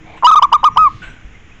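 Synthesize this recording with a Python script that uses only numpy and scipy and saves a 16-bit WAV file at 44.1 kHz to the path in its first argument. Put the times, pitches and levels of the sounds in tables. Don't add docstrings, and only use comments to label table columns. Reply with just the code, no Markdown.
import sys
import numpy as np
from scipy import signal
from scipy.fft import rfft, irfft
from scipy.io import wavfile
from scipy.ndimage import uniform_filter1d

SR = 44100
rng = np.random.default_rng(int(sys.argv[2]) if len(sys.argv) > 2 else 0)


def voltage_ratio(decibels):
    exponent = np.asarray(decibels, float) / 20
    return 10 ** exponent


def digitize_waveform(pressure):
    field = np.atleast_2d(pressure).T
    bounded = np.clip(field, -1, 1)
    quanta = np.round(bounded * 32767).astype(np.int16)
    wavfile.write(sys.argv[1], SR, quanta)


N = 70560

# freq_hz, density_db [dB per Hz]
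YARD_COLOUR = [(220, -14.5), (400, -18.5), (1100, -20), (2200, -15), (3300, -23), (4300, -39.5),
               (7000, -28.5), (8800, -59)]
# freq_hz, density_db [dB per Hz]
WIND_COLOUR = [(12, -33.5), (20, 1), (96, -9), (169, -11.5), (195, -14), (225, -14), (350, -26.5),
               (460, -22.5), (770, -120)]
# time_s, level_db
WIND_GUSTS = [(0.0, -41), (0.404, -42.5), (0.592, -39), (0.658, -37.5), (0.792, -34), (1.332, -43.5),
              (1.362, -43), (1.6, -41)]
# freq_hz, width_hz, level_db
SCRAPE_RESONANCES = [(764, 420, -43), (2250, 280, -47.5), (3500, 1000, -57), (450, 40, -54.5)]
# start_s, ring_db, ring_hz, t60_s, clatter_db
FAR_KNOCKS = [
    (.165, -45, 1010, 0.16, -41),
    (1.018, -30.5, 1530, 0.42, -38),
    (1.1, -50.5, 1462, 0.9, -59.5),
    (1.3443, -41, 2085, 0.094, -77),
    (1.51, -48.5, 2506, 0.16, -76),
]
# freq_hz, density_db [dB per Hz]
CLATTER_COLOUR = [(200, -17.5), (500, -9.5), (1300, -8.5), (1700, -7), (2600, -4), (4100, -18.5),
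                  (4600, -41), (8000, -21)]
# start_s, level_db, ring_hz
THROAT_STUTTERS = [(.2248, -11, 1080), (.2292, -10, 1070), (.2322, -7, 1040), (.2350, -3, 1000),
                   (.2383, -7, 915), (.2405, -9, 915), (.2427, -8, 915), (.3085, -11, 980),
                   (.3512, -15, 1000), (.3540, -12, 900), (.4178, -12, 1020), (.5175, -15, 1050),
                   (.5222, -7, 1050), (.6303, -14, 1020), (.6324, -7, 1030), (.6357, -7, 900),
                   (.6379, -9, 900), (.7598, -19, 950), (.7624, -11, 1050), (.7650, -16, 1000),
                   (.7665, -10, 950)]
# start_s, break_s, end_s, top_pitch_hz
COOS = [
    (.2450, .2712, .3062, 1295),
    (.3124, .3160, .3478, 1297),
    (.3577, .3617, .3962, 1265),
    (.4236, .4315, .4550, 1228),
    (.5270, .5362, .5662, 1243),
    (.6404, .6476, .6895, 1260),
    (.7716, .7790, .8868, 1278),
]
# low_pitch_hz, scoop_hz [start below top], sag_hz [fall at the end]
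COO_REGISTERS = [(957, 60, 115), (960, 50, 170), (1020, 130, 270), (945, 130, 200), (925, 140, 200),
                 (930, 160, 235), (940, 150, 265)]
# low_db, held_db, closing_drop_db, break_depth [0-1]
COO_EFFORT = [(6, -1, 0.1, 0.7), (2, -1.5, 0, 0.3), (1, -0.9, -3, 0.3), (6, -1, -2.5, 0.7),
              (5, -2, -3.5, .82), (5, -2.5, -4.5, 0.48), (4, -3.5, -10, 0.6)]
# multiple [of the pitch], level_db
COO_OVERTONES = [(2, -28), (3, -44), (4, -43), (5, -46), (6, -51)]
# start_s, length_s, pitch_hz, level_db
FAR_BIRDS = [
    (.575, .05, 3700, -51),
    (.712, .07, 5750, -54),
    (1.045, .1, 7950, -63),
    (1.08, .06, 5900, -63),
]
# start_s, level_db, pitch_hz
PERCH_BUMPS = [
    (0.943, -20.5, 110),
    (1.066, -24.5, 32.3),
    (1.248, -25, 48.6),
]

YARD_DB = -48.5
HUM_HZ, HUM_DB, HUM_FADE_DB_PER_S = 316.2, -47.5, -10.5
SCRAPE_S, SCRAPE_LENGTH_S, SCRAPE_ROUGH_DB = .035, .17, 1.5
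RING_RISE_S, CLATTER_RISE_S = .004, .0097
TICK_S, TICK_HZ, TICK_DB, TICK_T60_S = .1745, 1030, -27, .035
STUTTER_T60_S, STUTTER_GAIN = .019, 1.69
LOW_CLIMB_HZ, LOW_CLIMB_S, LOW_DRIFT_HZ_PER_S = 200, .0034, 900
SCOOP_S, SAG_POWER = .0045, 3.5
ATTACK_S, RELEASE_S, BREAK_S = .0016, .0015, .0011
CLOSE_S, CLOSE_BLUR_S, DULL_DB = .009, .003, -12
FLUTTER_HZ, FLUTTER_DEPTH, FLUTTER_S, PITCH_JITTER = 240, .08, .016, .002
PORCH_DB, PORCH_T60_S = -23, .32
CAGE_DB, CAGE_T60_S = -24, .03
RUSTLE_S, RUSTLE_LENGTH_S, RUSTLE_DB, RUSTLE_HZ = .81, .31, -52, 3270
OVERLOAD_LEVEL, INPUT_TOP_HZ, INPUT_OFFSET = .702, 8500, .006
RASP_DB, RASP_AIR_DB = -52, -44


def times():
    return np.arange(N) / SR


def unit(x):
    return x / np.sqrt(np.mean(x ** 2))


def band(hz, width_hz):
    b, a = signal.iirpeak(hz, hz / width_hz, fs=SR)
    once = signal.lfilter(b, a, rng.standard_normal(N))
    return unit(signal.lfilter(b, a, once))


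def coloured(points):
    hz, db = np.array(points).T
    log_hz = np.log(np.maximum(np.arange(N // 2 + 1) * SR / N, 1))
    gain = voltage_ratio(np.interp(log_hz, np.log(hz), db, left=-80, right=-80))
    return unit(irfft(rfft(rng.standard_normal(N)) * gain, N))


def walk(rate_hz):
    k = int(SR / rate_hz)
    return unit(uniform_filter1d(uniform_filter1d(rng.standard_normal(N), k), k))


def struck(start_s, t60_s, rise_s):
    since = np.maximum(times() - start_s, 0)
    return (1 - np.exp(-since / rise_s)) * np.exp(-np.log(1000) * since / t60_s)


def swell(start_s, length_s):
    return np.abs(np.sin(np.pi * np.clip((times() - start_s) / length_s, 0, 1)))


def sine(hz, start_s):
    return np.sin(2 * np.pi * hz * (times() - start_s))


def step(u):
    return .5 + .5 * np.tanh(u)


def yard():
    return voltage_ratio(YARD_DB + .41 * walk(14)) * coloured(YARD_COLOUR)


def wind():
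    gust_db = np.interp(times(), *np.array(WIND_GUSTS).T)
    return voltage_ratio(gust_db + 1.2 * walk(16)) * coloured(WIND_COLOUR)


def hum():
    level_db = HUM_DB + HUM_FADE_DB_PER_S * times() + 2 * walk(5)
    return voltage_ratio(level_db) * band(HUM_HZ, 38)


def scrape():
    rough = voltage_ratio(SCRAPE_ROUGH_DB * walk(97))
    body = sum(voltage_ratio(db) * band(hz, width) for hz, width, db in SCRAPE_RESONANCES)
    return swell(SCRAPE_S, SCRAPE_LENGTH_S) * rough * body


def knocks():
    out = 0
    for start, ring_db, hz, t60, clatter_db in FAR_KNOCKS:
        ring = struck(start, t60, RING_RISE_S) * band(hz, 110)
        clatter = struck(start, t60, CLATTER_RISE_S) * 2 * coloured(CLATTER_COLOUR)
        out = out + voltage_ratio(ring_db) * ring + voltage_ratio(clatter_db) * clatter
    return out


def tick():
    return voltage_ratio(TICK_DB) * struck(TICK_S, TICK_T60_S, .001) * sine(TICK_HZ, TICK_S)


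def stutters():
    out = 0
    for start, db, hz in THROAT_STUTTERS:
        out = out + STUTTER_GAIN * voltage_ratio(db) * struck(start, STUTTER_T60_S, .0009) * sine(hz, start)
    return out


def coos():
    t, out = times(), 0
    jitter, shimmer = 1 + PITCH_JITTER * walk(420), voltage_ratio(.1 * walk(100))
    for coo, register, effort in zip(COOS, COO_REGISTERS, COO_EFFORT):
        start, flip, end, top_hz = coo
        low_hz, scoop_hz, sag_hz = register
        low_db, high_db, drop_db, break_depth = effort
        arch = np.clip((t - flip) / (end - flip), 0, 1.1)
        since_flip = arch * (end - flip)
        up = step((t - flip) / BREAK_S)

        high = top_hz - scoop_hz * np.exp(-since_flip / SCOOP_S) - sag_hz * arch ** SAG_POWER
        climb = LOW_CLIMB_HZ * np.exp(np.minimum(t - flip, 0) / LOW_CLIMB_S)
        low = low_hz + climb + LOW_DRIFT_HZ_PER_S * np.clip(t - start, 0, flip - start)
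        phase = 2 * np.pi * np.cumsum((low + up * (high - low)) * jitter) / SR

        flutter = FLUTTER_DEPTH * np.exp(-since_flip / FLUTTER_S) * sine(FLUTTER_HZ, flip)
        held_db = high_db + drop_db * step((t - end + CLOSE_S) / CLOSE_BLUR_S)
        size = voltage_ratio(low_db + up * (held_db - low_db)) * (1 + up * flutter) * shimmer
        hiccup = 1 - break_depth * np.exp(-((t - flip) / BREAK_S) ** 2)
        gate = step((t - start) / ATTACK_S) * step((end - t) / RELEASE_S)

        overtones = 0
        for k, db in COO_OVERTONES:
            dull = voltage_ratio(DULL_DB * arch ** 3 * (k - 2) / 2)
            overtones = overtones + voltage_ratio(db) * dull * np.sin(k * phase + k)
        out = out + gate * size * hiccup * (np.sin(phase) + gate * overtones)
    return out


def room(x):
    response = 0
    for db, t60 in ((PORCH_DB, PORCH_T60_S), (CAGE_DB, CAGE_T60_S)):
        tail = rng.standard_normal(N) * struck(.00091, t60, .0029)
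        response = response + voltage_ratio(db) * tail / np.sqrt(np.sum(tail ** 2))
    return signal.fftconvolve(x, response)[:N]


def birds():
    return sum(voltage_ratio(db) * np.sqrt(swell(start, length)) * band(hz, 194)
               for start, length, hz, db in FAR_BIRDS)


def rustle():
    return voltage_ratio(RUSTLE_DB) * swell(RUSTLE_S, RUSTLE_LENGTH_S) * band(RUSTLE_HZ, 2500)


def bumps():
    return sum(voltage_ratio(db) * struck(start, 8.6 / hz, .0042) * sine(hz, start)
               for start, db, hz in PERCH_BUMPS)


def scene():
    dove = coos() + stutters()
    near = dove + room(dove)
    far = rustle() + birds() + knocks() + scrape()
    perch = tick() + bumps()
    air = hum() + yard() + wind()
    return (near + far + perch + air)[None]


def low_pass(x):
    return signal.sosfilt(signal.butter(12, 15790, fs=SR, output="sos"), x)


def record(dry):
    hard = np.clip(dry, -OVERLOAD_LEVEL, OVERLOAD_LEVEL)
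    overload = np.abs(uniform_filter1d(np.abs(dry - hard), size=40, axis=1)) ** .27
    grit = overload * rng.standard_normal(N)
    lowpass = signal.butter(3, INPUT_TOP_HZ, fs=SR, output="sos")
    highpass = signal.butter(2, INPUT_TOP_HZ, "high", fs=SR, output="sos")
    soft = signal.sosfiltfilt(lowpass, hard + voltage_ratio(RASP_DB) * grit)
    hiss = voltage_ratio(RASP_AIR_DB) * signal.sosfilt(highpass, grit)
    return low_pass(soft + hiss + INPUT_OFFSET)


dry = scene()
out = record(dry)
digitize_waveform(out)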